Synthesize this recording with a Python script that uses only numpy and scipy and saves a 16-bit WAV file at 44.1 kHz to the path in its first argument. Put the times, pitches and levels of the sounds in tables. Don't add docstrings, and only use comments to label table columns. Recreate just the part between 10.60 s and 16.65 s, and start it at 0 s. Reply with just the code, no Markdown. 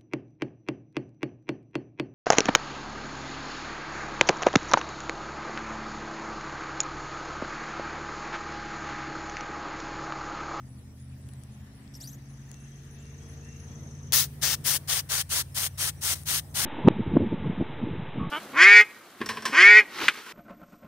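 import sys
import numpy as np
from scipy import signal
from scipy.fft import rfft, irfft, next_fast_len
from scipy.io import wavfile
from scipy.ndimage import uniform_filter1d, map_coordinates

SR = 44100
rng = np.random.default_rng(int(sys.argv[2]) if len(sys.argv) > 2 else 0)


def invert_db(x):
    u = np.asarray(x, float) / 20
    return 10 ** u


def output_pcm(signal):
    pcm = np.clip(np.atleast_2d(signal).T, -1, 1) * 32767
    wavfile.write(sys.argv[1], SR, np.round(pcm).astype(np.int16))


N = 266805
T = np.arange(N) / SR
TOP_HZ = 15950


def unit(x):
    return x / np.sqrt(np.mean(x ** 2) + 1e-20)


def along(points, hz):
    f, v = np.transpose(points)
    return np.interp(np.log(hz + 1), np.log(f + 1), v)


def curves(rows, t=T):
    s, *cols = np.transpose(rows)
    return [np.interp(t, s, c) for c in cols]


def wobble(rate):
    return map_coordinates(rng.standard_normal(int(N * rate / SR) + 4), [T * rate])


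def filtered(x, response):
    m = next_fast_len(N + 8192)
    return irfft(rfft(x, m) * response(np.fft.rfftfreq(m, 1 / SR)), m)[..., :N]


def panned(x, db):
    pair = np.array([invert_db(db / 2), invert_db(-db / 2)]).reshape(2, -1)
    return x * pair / pair.mean(axis=0)


def rush(spectrum, alike, patchy_db):
    z = signal.stft(rng.standard_normal((2, N)), nperseg=512)[2]
    field = uniform_filter1d(rng.standard_normal(z.shape[1:]), size=6, axis=0)
    field = uniform_filter1d(field, size=8, axis=1)
    pair = signal.istft(z * invert_db(patchy_db * unit(field)), nperseg=512)[1][:, :N]

    def response(hz):
        turn = np.arccos(np.clip(along(alike, hz), -1, 1)) / 2
        return invert_db(along(spectrum, hz)) * [np.ones_like(hz), np.tan(turn)]

    mid, side = filtered(pair, response)
    return np.array([mid + side, mid - side]) / mid.std()


def add(out, s, sound):
    spot = out[:, round(s * SR):][:, :sound.shape[-1]]
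    spot += sound[..., :spot.shape[-1]]


def forest():
    # time in seconds, drone level in dB, leaves level in dB
    roar = [(0, -64, -72), (2.4, -62.5, -63), (3.72, -59, -63.5), (4.62, -64, -64.5), (6.05, -59, -66)]
    # frequency in Hz, level in dB per Hz
    drone_spectrum = [(18, -35), (30, -28), (65, -4.5), (85, -2), (108, -8.5), (140, -2.5), (185, -7.5),
                      (235, -10.5), (454, -21), (533, -21), (785, -23.5), (1400, -32.5), (1820, -49),
                      (3080, -120)]
    leaves_spectrum = [(530, -4), (900, -3), (1530, 1), (1850, 5.5), (2120, 0), (3820, -6.5), (4720, -9.5),
                       (5780, -6.5), (9000, -48), (11700, -86), (19800, -120)]
    air_spectrum = [(4120, -1.5), (6000, 0), (7300, 0.5), (8300, -1), (9950, 2.5), (11500, -6),
                    (14700, -3.5), (15600, -13), (16500, -41)]
    # frequency in Hz, left-right likeness
    alike = [(60, 0.97), (130, 0.86), (290, 0.83), (640, 0.61), (1410, 0.14), (3100, -0.028), (6820, -0.34),
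             (15000, 0.19)]
    drone_db, leaves_db = curves(roar)
    drone = invert_db(drone_db + 8.0 + 1.76 * wobble(5.13)) * rush(drone_spectrum, alike, patchy_db=1.5)
    leaves = panned(rush(leaves_spectrum, alike, patchy_db=2.0), 3.3)
    leaves = invert_db(leaves_db + .8 * wobble(3.12)) * leaves
    air = invert_db(-69 + 0.13 * wobble(1.0)) * rush(air_spectrum, alike, patchy_db=5.5)
    return drone + leaves + air


def engine():
    # time in seconds, cycle rate in Hz
    speed = [(0, 16), (1, 16.6), (2, 17.25), (3, 17.8), (4, 18.3), (4.6, 18.52), (5.3, 18.62), (6.05, 18.6)]
    far_db = dict([(1, -43), (2, -28), (3, -13.5), (4, -9), (5, -4), (6, -18), (7, -14), (8, 0), (9, -53),
                   (10, -53), (11, -38), (12, -6.5), (13, -6), (14, -56), (15, -48), (16, -7), (17, -32),
                   (18, -32), (19, -29), (20, -22.5)])
    near_db = dict([(1, -37), (2, -27), (3, -11), (4, -1), (5, 0), (6, -30), (7, -2), (8, 0), (9, -13),
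                    (10, -11), (11, -15), (12, -10), (13, -13), (14, -16), (15, -19), (16, -16), (17, -28),
                    (18, -16), (19, -20), (20, -22), (21, -30), (22, -23), (23, -17), (24, -33), (25, -30),
                    (26, -15), (27, -34), (28, -32)])
    # multiple, level in dB far off, abreast and turned away
    strong = [(5, -51, -47.5, -48), (7, -57, -47, -49.5), (8, -45.5, -47, -51.5), (13, -58, -57, -84)]
    # time in s, multiple, half width in s, change in dB
    nulls = [(1.83, 5, 0.73, -13), (0.7, 7, 0.18, 4), (2.5, 7, 0.56, -11.5), (2.24, 13, 0.062, -17),
             (6.2, 8, 0.12, -8), (8, 7, 0.12, -11), (3.87, 8, 0.46, 3.5), (4.73, 8, 0.17, -4.5),
             (1.02, 13, 0.23, 2.5), (0.31, 8, 0.16, -9.5), (1.13, 8, 0.21, -7.5), (0.26, 4, 0.67, -2),
             (0.34, 12, 0.22, -12)]
    cycle = 2 * np.pi * np.cumsum(curves(speed)[0]) / SR
    near = np.clip((T - 1.32) / 1, 0, 1)
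    away = np.clip((T - 3.94) / 0.62, 0, 1)
    level = {}
    for k in near_db:
        path_db = (1 - near) * far_db.get(k, -40) + near * near_db[k] - 51.5
        away_db = -12.5 * away * (k > 9)
        level[k] = path_db + away_db + 1.85 * wobble(2.924)
    for k, far, by, past in strong:
        path_db = far + near * (by - far) + away * (past - by)
        lope_db = 2.5 * np.sin(cycle / 2 + wobble(1.5))
        level[round(k)] = path_db + .8 * wobble(3.5) + (1 - near) * (lope_db + 1.5 * wobble(12))
    for s, k, half_s, db in nulls:
        level[round(k)] = level[round(k)] + db * np.exp(-((T - s) / half_s) ** 2)
    hum = np.zeros(N)
    for k, db in level.items():
        phase = k * cycle + rng.uniform(0, 2 * np.pi) + 0.26 * wobble(6.5)
        hum += invert_db(db + 2.5 + 1.25 * wobble(8)) * np.sin(phase)
    return panned(hum, .5 + 0.63 * wobble(4.05))


def insects():
    # start of a chirp in seconds, peak level in dB
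    chirps = [(0.094, -64), (0.398, -62.5), (0.685, -65), (0.9223, -66), (1.1513, -65.5), (1.6877, -64),
              (2.002, -64), (2.3116, -63), (2.6873, -61.5), (2.9961, -62.5)]
    # frequency in Hz, width in Hz, beats a second, beat depth 0-1, level in dB
    chorus = [
        (10200, 120, 3.6, 0.1, -80.5),
        (8040, 110, 1.49, 0.6, -78.5),
        (14800, 900, 45, .6, -86),
        (5700, 180, 2.2, .4, -83),
    ]
    out, t = np.zeros((2, N)), np.arange(round(.063 * SR)) / SR
    strokes = np.sin(np.pi * t / .009) ** 2 * invert_db(-70 * t)
    for s, db in chirps:
        add(out, s - .003, panned(invert_db(db + 5.5) * strokes * np.sin(2 * np.pi * 9920 * t), 5.1))
    for hz, width, beat, depth, db in chorus:
        band = filtered(rng.standard_normal((2, N)), lambda f: np.exp(-((f - hz) / width) ** 2))
        depth = np.clip(depth, 0, 1)
        pulse = 1 - depth + depth * np.cos(np.pi * beat * T) ** 6
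        out += invert_db(db + wobble(0.98)) * unit(band * pulse)
    return out


def far_bird():
    # start in seconds, length in seconds, start pitch in Hz, held pitch in Hz, level in dB
    whistles = [(1.9, .18, 2550, 2700, -69), (2.34, .2, 2100, 2740, -67.5), (2.81, .19, 2200, 2740, -63),
                (3.185, .03, 2100, 1980, -66), (2.11, .05, 3150, 3330, -72), (2.592, .08, 3150, 3300, -68),
                (3.068, .1, 3150, 3320, -71), (4.915, .04, 5350, 5300, -65), (5.09, .05, 6000, 5900, -66),
                (5.14, .03, 5400, 5450, -66), (5.36, .04, 5900, 5850, -64), (5.89, .03, 6300, 6200, -66)]
    out = np.zeros((2, N))
    for s, length, start_hz, held_hz, db in whistles:
        t = np.arange(round(length * SR)) / SR
        slide_hz = (held_hz - start_hz) * np.exp(-t / .017)
        hz = held_hz - slide_hz + 22 * wobble(90)[:len(t)]
        loudness = invert_db(db) * invert_db(2 * wobble(40)[:len(t)] + 2 - 25 * t) * signal.windows.tukey(len(t), .4)
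        add(out, s, panned(loudness * np.sin(2 * np.pi * np.cumsum(hz) / SR), -2))
    return out


def trill():
    # start of a note in seconds, peak level in dB
    bird_notes = [(1.5779, -63), (1.6158, -62.3), (1.6531, -61.9), (1.6934, -59), (1.7314, -58),
                  (1.7714, -59), (1.8101, -57.5), (1.8471, -59), (1.885, -56), (1.923, -55),
                  (1.9616, -57.0), (1.9995, -56), (2.0363, -54), (2.0737, -56), (2.1114, -55),
                  (2.1525, -56), (2.1895, -59), (2.2283, -58), (2.2667, -59.7), (2.3041, -56),
                  (2.3402, -56), (2.379, -57.5), (2.4205, -57), (2.46, -54), (2.4985, -54), (2.537, -54),
                  (2.578, -53), (2.6171, -54), (2.6555, -54.3), (2.6923, -52), (2.7306, -54), (2.7686, -53),
                  (2.805, -53), (2.8423, -53.4), (2.883, -50), (2.92, -52), (2.9577, -51.5), (2.9956, -51),
                  (3.0329, -53), (3.0714, -51), (3.1101, -51), (3.15, -50.5), (3.1874, -53), (3.2273, -51),
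                  (3.2668, -50), (3.3058, -50.5), (3.344, -51), (3.3853, -51), (3.4263, -50), (3.4648, -51),
                  (3.5035, -66)]
    out, t = np.zeros((2, N)), np.arange(round(.014 * SR)) / SR
    u = t / t[-1]
    for s, db in bird_notes:
        bend = 1 + .012 * rng.standard_normal()
        hz = (6720 - 1400 * u ** 1.4) * bend
        note = np.sin(np.pi * u) * np.sin(2 * np.pi * np.cumsum(hz) / SR)
        add(out, s + .0005, panned(invert_db(db + .5) * note, 2.5))
    return out


def ticks():
    # time in seconds, peak level in dB, ring in Hz, left-right difference in dB
    knocks = [(0.669, -47, 8500, 2), (0.6744, -55, 8040, -1), (0.6885, -40, 9400, 22),
              (0.6911, -41, 3250, 4), (0.7365, -39, 8750, 17), (0.8365, -36.5, 9050, 23),
              (0.8484, -60, 5370, 3.0), (1.278, -43, 4910, 10), (1.6254, -57, 6110, 3.0),
              (1.7738, -48, 6100, 2), (1.9156, -30.5, 7000, 18), (1.9432, -35, 6440, 11),
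              (2.456, -42, 6070, 11), (2.635, -46, 6500, 23), (3.5232, -9.5, 6400, 5),
              (5.615, -44, 8000, 5.0), (5.635, -31, 9100, 10), (3.547, -13, 5550, 3)]
    out, t = np.zeros((2, N)), np.arange(300) / SR
    for s, db, hz, pan_db in knocks:
        ring = np.sin(2 * np.pi * hz * t) * invert_db(-60 * t / 0.0022)
        hard = .25 + .6 * (db > -15)
        crack = hard * rng.standard_normal((2, len(t))) * invert_db(-60 * t / .003)
        add(out, s, panned(invert_db(db) * (ring + crack), pan_db))
    return out


def glove():
    # time in seconds, slips a second, level in dB
    squeaks = [
        [(1.336, 2300, -58), (1.342, 3200, -50), (1.345, 2600, -46), (1.349, 2400, -60), (1.352, 2600, -45),
         (1.357, 3000, -49), (1.362, 2650, -52), (1.38, 2450, -62)],
        [(1.401, 2700, -48), (1.405, 2200, -49), (1.416, 2850, -41), (1.424, 3450, -46), (1.437, 4050, -47),
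         (1.443, 4750, -45), (1.456, 4650, -49), (1.468, 5050, -48)],
        [(1.468, 5900, -54), (1.472, 5100, -49), (1.475, 5950, -43.5), (1.497, 6050, -49), (1.505, 6200, -58),
         (1.508, 7100, -60), (1.522, 7300, -66)],
        [(1.485, 3000, -52), (1.505, 3550, -55), (1.527, 4300, -67)],
        [(1.528, 5800, -48), (1.55, 6700, -55), (1.568, 7000, -70)],
    ]
    # start in seconds, end in seconds, level in dB
    rubs = [
        (1.334, 1.39, -63.5),
        (1.397, 1.46, -57.5),
        (1.46, 1.555, -60.5),
    ]
    # frequency in Hz, level in dB per Hz
    rubber = [(2000, -52), (3800, -20), (6000, -5), (8800, -9), (13000, 0), (16000, -21)]
    # frequency in Hz, level in dB
    cap = [(2400, -43), (3300, -15), (4100, -4), (5600, -1), (7200, -2.5), (9000, -7), (12000, -8),
           (14500, -5)]
    out = np.zeros((2, N))
    for rows in squeaks:
        t = np.arange(rows[0][0], rows[-1][0], 1 / SR)
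        hz, db = curves(rows, t)
        slip = uniform_filter1d(rng.standard_normal((2, len(t))), size=70)
        jitter = uniform_filter1d(rng.standard_normal(len(t)), size=12)
        phase = 2 * np.pi * np.cumsum(hz * (1 + .14 * slip[0] + .09 * jitter)) / SR
        tone = np.zeros(len(t))
        for k in (1, 2, 3):
            tone += invert_db(along(cap, k * hz) - 8 * (k > 2)) * np.sin(k * phase) * (k * hz < TOP_HZ)
        grain = 1 + .26 * unit(uniform_filter1d(rng.standard_normal(len(t)), size=14))
        loudness = invert_db(db + 2 + 16 * slip[1]) * signal.windows.tukey(len(t), .12)
        add(out, t[0], panned(tone * loudness * grain, 3))
    stroke = np.zeros(N)
    for s, until, db in rubs:
        stroke += invert_db(db) * np.interp(T, [s, s + 0.008, until - 0.013, until], [0, 1, 1, 0])
    rub = stroke * invert_db(2.5 * wobble(250)) * rush(rubber, [(5000, .4)], patchy_db=5)
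    return out + panned(rub, 3)


def can():
    # opens, fully open and shut in seconds, hiss in dB at full, sag in dB until closing
    jets = [(3.5215, 3.533, 3.67, -26, -3.2), (3.811, 3.834, 3.963, -28.8, -2.7),
            (4.038, 4.07, 4.188, -30, -3.6), (4.272, 4.3, 4.42, -32, -2),
            (4.487, 4.519, 4.635, -32.8, -1.5), (4.69, 4.724, 4.834, -33.2, -.6),
            (4.943, 4.975, 5.089, -36.2, .6), (5.173, 5.214, 5.316, -33.7, -2.5),
            (5.408, 5.454, 5.557, -33.2, -1), (5.548, 5.556, 5.65, -48.5, -17),
            (5.653, 5.7, 5.811, -32.6, -1.3), (5.94, 5.972, 6.08, -34, 2)]
    # frequency in Hz, level in dB per Hz
    hiss = [(210, -18.5), (350, -17), (815, -10), (1310, -8), (1810, -4.5), (2100, -5.5), (2370, -6.5),
            (2650, -7), (3000, -4.5), (3500, -4), (4900, -2), (6200, 1.5), (6800, 0.6), (7250, -3),
            (8300, 0.5), (10000, -5), (13000, -11.5), (15100, -7.5), (15800, -10.5)]
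    # frequency in Hz, left-right difference in dB
    shade_db = [(60, 4), (99, -2), (160, -2), (270, 1), (450, 1), (740, -0.5), (1220, 7), (2010, 3.5),
                (3330, 11.5), (5500, 10.5), (9080, 3.5), (15000, 1)]
    # frequency in Hz, left-right likeness
    jet_alike = [(300, 0.99), (1000, 1), (1700, 0.94), (2600, 0.48), (4000, 0.25), (7000, 0.34),
                 (16000, 0.27)]
    mist_alike = [(8000, .2)]
    # time in seconds, top end left-right in dB, its likeness 0-1
    aim = [(3.52, 4, 0), (4.04, 6.5, 0), (4.3, 2, 0), (4.69, -2, 0.02), (6.05, -1.5, 0.6)]
    # time in seconds, mist in dB, finest hiss in dB
    nozzle_turn = [(3.52, -0.5, 1.5), (3.81, -1.5, 3), (4.04, 1.5, 2), (4.27, 0.5, 0), (4.49, 0.5, -2),
                   (4.69, 1, -2.5), (4.94, 1.5, -2), (5.17, 1, -4), (5.41, 1.5, -3), (5.65, 0, -1),
                   (5.94, 1, -1)]
    # time in seconds, lag in microseconds
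    lag = [(3.52, 10), (4.05, 20), (4.3, 70), (4.7, 120), (5.2, 140), (5.7, 130), (6.05, 100)]
    easy_db, brim_db = -34.5, -26.5
    sputter_s = .005

    flow = np.zeros((3, 2, N))
    alike, pressure_db, fine_db = np.zeros((3, N))
    for opens, full, shut, full_db, sag_db in jets:
        force_db, over_db = max(full_db - easy_db, 0), max(full_db - brim_db, 0)
        seated = shut - sputter_s
        closes = seated - 0.017 - 0.08 * over_db
        pan_db, like = curves(aim, opens)
        mist_db, fine_db[T > opens] = curves(nozzle_turn, opens)
        sputter = invert_db(-27) * np.exp(-np.clip(T - seated, 0, 1) / .009)
        opening = np.interp(T, [opens, full], [0, 1]) ** (.9 + .1 * force_db)
        closing = np.interp(T, [closes, seated], [1, 0]) ** 1.2
        valve = opening * np.maximum(closing, sputter)
        fall = np.clip((T - full) / (closes - full), 0, 1)
        gain = valve * invert_db(1.0 + full_db + fall * sag_db)
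        low_gain = gain * invert_db(-4 - 0.61 * force_db)
        top_db = -0.7 + mist_db - 0.35 * force_db
        top_db = top_db - fall * (0.28 * max(sag_db, -6) + 0.96 * over_db)
        flow += [[gain, gain], [low_gain, low_gain], panned(gain * invert_db(top_db + 2.0), pan_db)]
        pressure_db[(T > opens) & (T < shut)] = over_db
        alike[T > opens] = np.clip(like, 0, 1)
    flow[2] += invert_db(-63.5) * (T > jets[0][1])

    eddies = invert_db(.6 * wobble(60) + 1.4 * wobble(1200))

    def shade(hz):
        notch = 1 - .35 * np.exp(-((hz - 2380) / 110) ** 2)
        return invert_db(np.outer([.5, -.5], along(shade_db, hz))) * notch

    def over(hz, edge_hz):
        return 1 / (1 + (edge_hz / (hz + 1)) ** 8)

    jet = eddies * filtered(rush(hiss, jet_alike, patchy_db=0.9), shade)
    jet[0] = map_coordinates(jet[0], [np.arange(N) - curves(lag)[0] * SR / 10 ** 6], order=5)
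    low = filtered(jet, lambda hz: 1 - over(hz, 3030))
    body = jet - low - filtered(jet, lambda hz: over(hz, 8100))
    nozzle = filtered(body, lambda hz: np.exp(-((hz - 6100) / 900) ** 2))
    body += (invert_db(0.32 * pressure_db) - 1) * nozzle
    top = filtered(eddies * rush(hiss, mist_alike, patchy_db=1.8), lambda hz: over(hz, 8500))
    top = np.sqrt(alike) * unit(top[0]) + np.sqrt(1 - alike) * top / top.std(axis=1, keepdims=True)
    top = top / np.sqrt((1 + alike) / 2)
    top += (invert_db(fine_db - 0.5) - 1) * filtered(top, lambda hz: over(hz, 11800))
    top += (invert_db(16.0 * pressure_db) - 1) * filtered(top, lambda hz: over(hz, 12400))
    body, low = body / body.mean(axis=0).std(), low / low.mean(axis=0).std()
    return flow[0] * body + flow[1] * low + flow[2] * top


def trees(x):
    # frequency in Hz, time to fall 60 dB in seconds
    decay = [(300, .4), (3000, .45), (8000, .55), (15000, .6)]
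    hz, t, z = signal.stft(rng.standard_normal((2, SR // 2)), SR, nperseg=256)
    tail = signal.istft(z * invert_db(-60 * t / along(decay, hz)[:, None]), SR, nperseg=256)[1]
    return signal.fftconvolve(x, tail / np.linalg.norm(tail[0]), axes=1)[:, :N]


def scene():
    far = engine() + forest() + insects()
    birds = trill() + far_bird()
    hand = can() + ticks() + glove()
    echo = trees(invert_db(-31.5) * hand + invert_db(1.5) * birds)
    return hand + birds + echo + far


def band_limit(x):
    return signal.sosfilt(signal.butter(12, 17000, fs=SR, output="sos"), x)


def record(dry):
    mix = filtered(dry, lambda hz: np.clip((TOP_HZ - hz) / 250, 0, 1) ** 2)
    return band_limit(mix)


dry = scene()
out = record(dry)
output_pcm(out)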